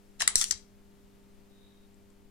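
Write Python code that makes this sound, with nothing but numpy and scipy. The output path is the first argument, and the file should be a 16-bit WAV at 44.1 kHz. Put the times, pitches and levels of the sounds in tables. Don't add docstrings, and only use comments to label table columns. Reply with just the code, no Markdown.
import sys
import numpy as np
from scipy import signal
from scipy.fft import rfft, irfft, next_fast_len
from scipy.io import wavfile
from scipy.ndimage import uniform_filter1d

SR = 44100
rng = np.random.default_rng(int(sys.argv[2]) if len(sys.argv) > 2 else 0)


def generate_wav(signal):
    frames = np.transpose(np.atleast_2d(signal))
    scaled = np.clip(frames, -1, 1) * 32767
    pcm = np.round(scaled).astype(np.int16)
    wavfile.write(sys.argv[1], SR, pcm)


def ratio(d):
    e = np.asarray(d, float) / 20
    return 10 ** e


N = 101429
T = np.arange(N) / SR
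RIGHT_LAG = int(0.0001 * SR)
ALIKE_BELOW_HZ = 2500

# (frequency [Hz], level [dB], t60 [s])
KNOB_MODES = [(717.6, -7, 0.017), (970, -3.5, 0.0119), (1860, -7, 0.014), (2950, -1, .008),
              (3917, -3.5, .007), (5340, -5, .008), (6330, -11.5, .007), (7600, -14, .007),
              (8700, -13.5, 0.008), (9350, -14.5, .008), (11100, -21.5, 0.0092)]
# (frequency [Hz], level [dB], t60 [s])
GATE_MODES = [(1470, -15.5, 0.036), (1930, -8.5, .011), (3000, -23.5, .008), (4360, -8.5, 0.0071),
              (5780, -2.5, .009), (5980, -5.5, .012), (7300, -13.5, .008), (7580, -5.5, .012),
              (8620, -4.5, 0.0069), (9520, -6.5, .012), (10600, -16.5, .007), (11730, -17.5, .01),
              (13700, -8, 0.012), (14600, -19.5, 0.012)]
# (frequency [Hz], level [dB])
CRACK_SPECTRUM = [(400, -41), (800, -24), (1900, 5), (2600, -6), (5000, -7), (8000, -10), (10000, -18.5),
                  (12000, -25), (16000, -28)]


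def unit(x):
    return x / np.sqrt(np.mean(x ** 2))


def on_log(table, hz):
    rows = np.array(table, float)
    return np.interp(np.log(np.maximum(hz, 1)), np.log(rows[:, 0]), rows[:, 1])


def curve(table):
    return ratio(np.interp(T, *np.array(table).T))


def colour(x, gain):
    n = x.shape[-1]
    return irfft(rfft(x) * gain(np.fft.rfftfreq(n, 1 / SR)), n)


def walk(rate_hz):
    width = int(SR / rate_hz)
    once = uniform_filter1d(rng.standard_normal(N), width)
    return unit(uniform_filter1d(once, width))


def pair(noises, gain):
    mid = colour(noises[0], gain)
    side = colour(noises[1], lambda f: gain(f) * np.minimum(f / ALIKE_BELOW_HZ, 1))
    return np.array([mid + side, mid - side])


def crack_gain(tilt_db):
    return lambda f: ratio(on_log(CRACK_SPECTRUM, f) + tilt_db * np.log2((f + 50) / 4000))


def ring(push, modes, tilt_db, longest_s=0.013):
    out = np.zeros((2, len(push)))
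    for (hz, db, t60), luck in zip(modes, rng.standard_normal((len(modes), 2))):
        t60 = min(t60, longest_s)
        pole = np.exp(2j * np.pi * hz / SR - np.log(1000) / (t60 * SR))
        z = signal.lfilter([1], [1, -pole], push)
        level = ratio(db + tilt_db * np.log2(hz / 4000))
        z = z * level / np.sqrt(t60 * np.sum(np.abs(z) ** 2))
        quarter = np.sign(luck[0]) * np.pi / 2 + 0.25 * luck[1]
        undo_lag = 2 * np.pi * hz * RIGHT_LAG / SR
        turn = (quarter + undo_lag) * min((hz / ALIKE_BELOW_HZ) ** 2, 1)
        out += [z.imag, (z * np.exp(1j * turn)).imag]
    return out


def hits(table, modes):
    first_contact_db, crack_db = 13, -14
    out = np.zeros((2, N))
    t = T[:4096]
    first = ratio(first_contact_db) * (np.arange(len(t)) == 8)
    for s, db, length, tilt_db in table:
        shape = np.clip(t / 0.00035, 0, 1) * np.exp(-(t / length) ** 2.5)
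        chatter = rng.standard_normal(len(t)) * shape ** 2
        body = ring(first + chatter, modes, tilt_db)
        crack = shape * pair(rng.standard_normal((2, len(t))), crack_gain(tilt_db))
        hit = body / np.abs(body).max() + ratio(crack_db) * crack / np.abs(crack).max()
        i = int(s * SR)
        out[:, i:i + len(t)] += ratio(db) * hit
    return out


def slide(table, modes, grit_db, bright_db):
    taps_per_s, spread_db = 5000, 1.5
    n = SR * 6 // 10
    struck = rng.random(n) < taps_per_s / SR
    taps = struck * ratio(spread_db * rng.exponential(size=n)) * rng.choice([-1, 1], n)
    grit = pair(taps * rng.standard_normal((2, n)), crack_gain(bright_db))
    body = ring(taps, modes, 0, longest_s=0.007)
    rubbing = unit(body) + ratio(grit_db) * unit(grit)
    return curve(table) * np.pad(rubbing, ((0, 0), (0, N - n)))


def background():
    # (frequency [Hz], level [dB])
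    floor = [(20, 3), (32, 0), (52, -7.5), (100, -10.5), (150, -11.5), (350, -16.5), (800, -23.5),
             (5000, -33), (16300, -37.5)]
    # (frequency [Hz], correlation)
    likeness = [(25, 0.13), (60, 0.55), (150, 0.04), (1000, 0.03), (2500, 0.67), (12000, 0)]
    mains = [-74.5, -63.5, -73.5, -67.5, -81, -82, -84.5, -89.5, -82.5]
    # (frequency [Hz], level [dB])
    fan = [(219.7, -77), (258.3, -76)]
    # (frequency [Hz], level [dB])
    whine = [(6401, -100), (7197, -93), (7402, -95), (7601, -99), (8000, -99), (13049, -98)]
    mains_hz, floor_db, floor_pan_db = 99.96, -59.5, 4

    def like(f):
        return np.clip(on_log(likeness, f), 0, 1)

    mid = colour(rng.standard_normal(N), lambda f: ratio(on_log(floor, f)) * np.sqrt(1 + like(f)))
    side = colour(rng.standard_normal(N), lambda f: ratio(on_log(floor, f)) * np.sqrt(1 - like(f)))
    air = unit(np.array([mid + side, mid - side])) * ratio(floor_db + 0.5 * walk(3))
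    air = air * ratio(np.array([[0.5], [-0.5]]) * floor_pan_db)

    harmonics = [(k * mains_hz, db) for k, db in enumerate(mains, 1)]
    late = np.array([[0], [0.0003]])  # s, left and right
    hum = 0
    for hz, db in [*harmonics, *fan, *whine]:
        level = np.sqrt(2) * ratio(db + 0.49 * walk(11))
        hum = hum + level * np.sin(2 * np.pi * (hz * (T - late) + rng.random()))
    return air + hum


def insect():
    # (time [s], level [dB])
    trills = [(1.225, -100), (1.24, -67), (1.252, -100), (1.47, -100), (1.52, -74.5), (1.65, -68.5),
              (1.76, -74.5), (1.86, -76.5), (1.9, -100)]
    trill_hz, width_hz, throb_per_s, throb_db = 3760, 240, 53, 3
    noise = rng.standard_normal((2, N))
    trill = colour(noise, lambda f: 1 / (1 + (2 * (f - trill_hz) / width_hz) ** 2))
    throb = ratio(throb_db * np.sin(2 * np.pi * throb_per_s * T + walk(9.1)))
    return unit(trill) * curve(trills) * throb


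def shake():
    # (time [s], level [dB])
    shaking = [(.16, -94), (.2, -54), (.27, -52), (.33, -62), (.39, -58.5), (.45, -63.5), (.55, -54),
               (.65, -94)]
    shake_hz = 45
    rumble = colour(rng.standard_normal((2, N)), lambda f: f / (1 + (f / shake_hz) ** 3))
    return curve(shaking) * unit(rumble) * ratio(np.array([[2], [-2]]))


def thumps():
    # (time [s], left level [dB], right level [dB], frequency [Hz], t60 [s])
    jolts = [
        (0.3567, -41.5, -27.5, 420, .012),
        (0.3577, -29.5, -45, 130, .02),
        (0.3559, -42, -52.5, 140, 0.02),
    ]
    # (time [s], left level [dB], right level [dB], frequency [Hz], t60 [s])
    sway = [
        (0.364, -30, -38, 9, 0.3),
    ]
    out = 0
    for s, left_db, right_db, hz, t60 in [*jolts, *sway]:
        t = np.maximum(T - s, 0)
        jolt = np.sin(2 * np.pi * hz * t) * 1000 ** (-t / t60)
        out = out + ratio(np.array([[left_db], [right_db]])) * jolt
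    return out


def room(x):
    # (frequency [Hz], t60 [s])
    decay = [(500, 0.29), (1500, 0.23), (3000, 0.22), (6000, 0.16), (9000, 0.17), (14000, 0.099)]
    room_db, late_db, late_stretch, top_hz = -13, -19.5, 2.3, 10300
    scatter_per_s, scatter_rad = 900, 1.3
    tail = 0
    for hz in 350 * 2 ** np.arange(0, 5.6, 0.5):
        noise = rng.standard_normal((2, N))
        band = pair(noise, lambda f: np.exp(-(np.log2((f + 1) / hz) / 0.66) ** 2))
        t60 = on_log(decay, hz)
        late = ratio(late_db) * 1000 ** (-T / t60 / late_stretch)
        tail = tail + band * (1000 ** (-T / t60) + late)
    tail = colour(tail, lambda f: 1 / np.sqrt(1 + (f / top_hz) ** 16))
    tail = tail * np.clip(T / 0.004, 0, 1)
    tail = tail / np.sqrt(np.sum(tail ** 2) / 2)
    analytic = signal.hilbert(x, next_fast_len(N))[:, :N]
    blurred = (analytic * np.exp(1j * scatter_rad * walk(scatter_per_s))).real
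    return ratio(room_db) * signal.fftconvolve(blurred, tail, axes=1)[:, :N]


def ports(x):
    # (frequency [Hz], level [dB])
    port_difference = [(500, -10), (1400, 3.5), (2800, -1), (5600, 10), (7500, 13.5), (9200, -6.5),
                       (13000, -3.5)]
    # (frequency [Hz], level [dB])
    capsule = [(1000, -5), (9500, 8), (11500, 1), (16000, -4.5)]

    def port(v, side):
        return colour(v, lambda f: ratio(side * on_log(port_difference, f) / 2 + on_log(capsule, f)))

    return np.array([port(x[0], 1), np.roll(port(x[1], -1), RIGHT_LAG)])


def shell_settling():
    # (frequency [Hz], level [dB], t60 [s])
    shell_modes = [(5190, -4, .01), (7420, 0.1, 0.0061), (8300, -4, .01)]
    # (time [s], level [dB], chatter length [s], brightness [dB/octave])
    ticks = [
        (1.943, -61.5, 0.0013, 0.1),
        (2.103, -61.5, 0.0016, 0.1),
    ]
    return hits(ticks, shell_modes)


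def cap_knocks():
    # (frequency [Hz], level [dB], t60 [s])
    cap_modes = [(1720, -6, 0.018), (1837, -0.5, 0.036), (4200, -21.5, .01)]
    # (time [s], level [dB], chatter length [s], brightness [dB/octave])
    knocks = [
        (.2078, -16.5, 0.006, 2),
        (.2195, -21, .003, -9.5),
    ]
    return hits(knocks, cap_modes)


def candy_taps():
    # (frequency [Hz], level [dB], t60 [s])
    candy_modes = [(1022, -29.5, .009), (1540, -13.5, .012), (1956, -11, .012), (2900, -22, 0.0084),
                   (4660, -2.5, .011), (5150, -15, .01), (5232, -8.5, 0.0086), (6150, -2, .01),
                   (7530, -5, .012), (8260, -14.5, .012), (9300, -14.5, .007), (10600, -13.5, 0.01113),
                   (11900, -17.5, .008), (13500, -25.5, .006)]
    # (time [s], level [dB], chatter length [s], brightness [dB/octave])
    candy_hits = [
        (.5096, -13, 0.005, -0.5),
        (.5215, -26.5, 0.0045, 1),
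        (.5265, -34, .002, -23.5),
        (.5425, -52, 0.0029, -13.5),
    ]
    return hits(candy_hits, candy_modes)


def chute_taps():
    # (frequency [Hz], level [dB], t60 [s])
    chute_modes = [(1400, -10, .012), (1990, -9, .013), (3490, -2.5, 0.021), (4460, -4, .01),
                   (5630, -10, 0.0056), (6150, -9, 0.00913), (7540, -7.5, 0.0058), (9270, -7, .012),
                   (9700, -13, .008), (11900, -15, .012), (14600, -16.5, .01)]
    # (time [s], level [dB], chatter length [s], brightness [dB/octave])
    chute_hits = [
        (.3995, -32.5, .004, 2),
        (.4119, -15.5, 0.0055, -0.36),
        (.4185, -25, .003, -3.5),
        (.4226, -22, .003, -4.5),
        (.4285, -26, .003, -5.5),
        (.4413, -15.5, .0018, 2),
    ]
    return hits(chute_hits, chute_modes)


def candy_slide():
    # (time [s], level [dB])
    sliding = [(.357, -92.5), (.364, -41), (.385, -38), (.405, -41), (.43, -42), (.455, -54), (.5, -54.5),
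               (.52, -75)]
    return slide(sliding, GATE_MODES, grit_db=0.84, bright_db=9)


def gate_knock():
    # (time [s], level [dB], chatter length [s], brightness [dB/octave])
    gate_hits = [
        (.3562, -5, 0.002, 0.1),
    ]
    return hits(gate_hits, GATE_MODES)


def detent_snap():
    # (frequency [Hz], level [dB], t60 [s])
    detent_modes = [(920, -26, .009), (1400, -21, 0.014), (1660, -8.5, .011), (1990, -2.5, 0.017),
                    (2961, -12.5, 0.014), (3860, -7, .011), (4730, -9, .012), (5970, -16.5, .006),
                    (7160, -10, 0.0099), (7785, -5.5, 0.011), (8500, -10, .007), (9530, -5, 0.01),
                    (11300, -24, .01), (13300, -16, .008)]
    # (time [s], level [dB], chatter length [s], brightness [dB/octave])
    snaps = [
        (.2762, -6.5, 0.0032, 0.1),
        (.281, -27, 0.0048, 0.1),
    ]
    return hits(snaps, detent_modes)


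def finger_rub():
    # (time [s], level [dB])
    rubbing = [(.186, -89.5), (.197, -49.5), (.205, -39), (.215, -34), (.225, -35.5), (.24, -47.5),
               (.26, -71)]
    return slide(rubbing, KNOB_MODES, grit_db=-2, bright_db=0.1)


def knob_flick():
    # (time [s], level [dB], chatter length [s], brightness [dB/octave])
    clicks = [
        (.1973, -35, .002, 0),
        (.2038, -21.5, .002, 4.5),
        (.2193, -16.5, .0045, 5.5),
        (.2238, -16, .003, -7.5),
        (.2285, -27.5, .002, -7.5),
        (.233, -30.5, .002, -0.5),
    ]
    return hits(clicks, KNOB_MODES)


def scene():
    near = knob_flick() + detent_snap() + gate_knock() + chute_taps() + candy_taps()
    near = near + shell_settling() + cap_knocks() + finger_rub() + candy_slide()
    thin = signal.butter(3, 770.2, "high", fs=SR, output="sos")
    near = ports(signal.sosfilt(thin, near))
    return near + room(near) + thumps() + shake() + background() + insect()


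def low_pass(x):
    return signal.sosfilt(signal.butter(12, 16470, fs=SR, output="sos"), x)


def record(dry):
    ceiling, top_hz, cut_hz = 0.95, 15500, 16340

    def edge(f):
        shelf_db = np.interp(f, [top_hz - 300, top_hz + 300], [0, -7])
        return ratio(shelf_db) * (f < cut_hz)

    limited = ceiling * np.tanh(dry / ceiling)
    return low_pass(colour(limited, edge))


dry = scene()
out = record(dry)
generate_wav(out)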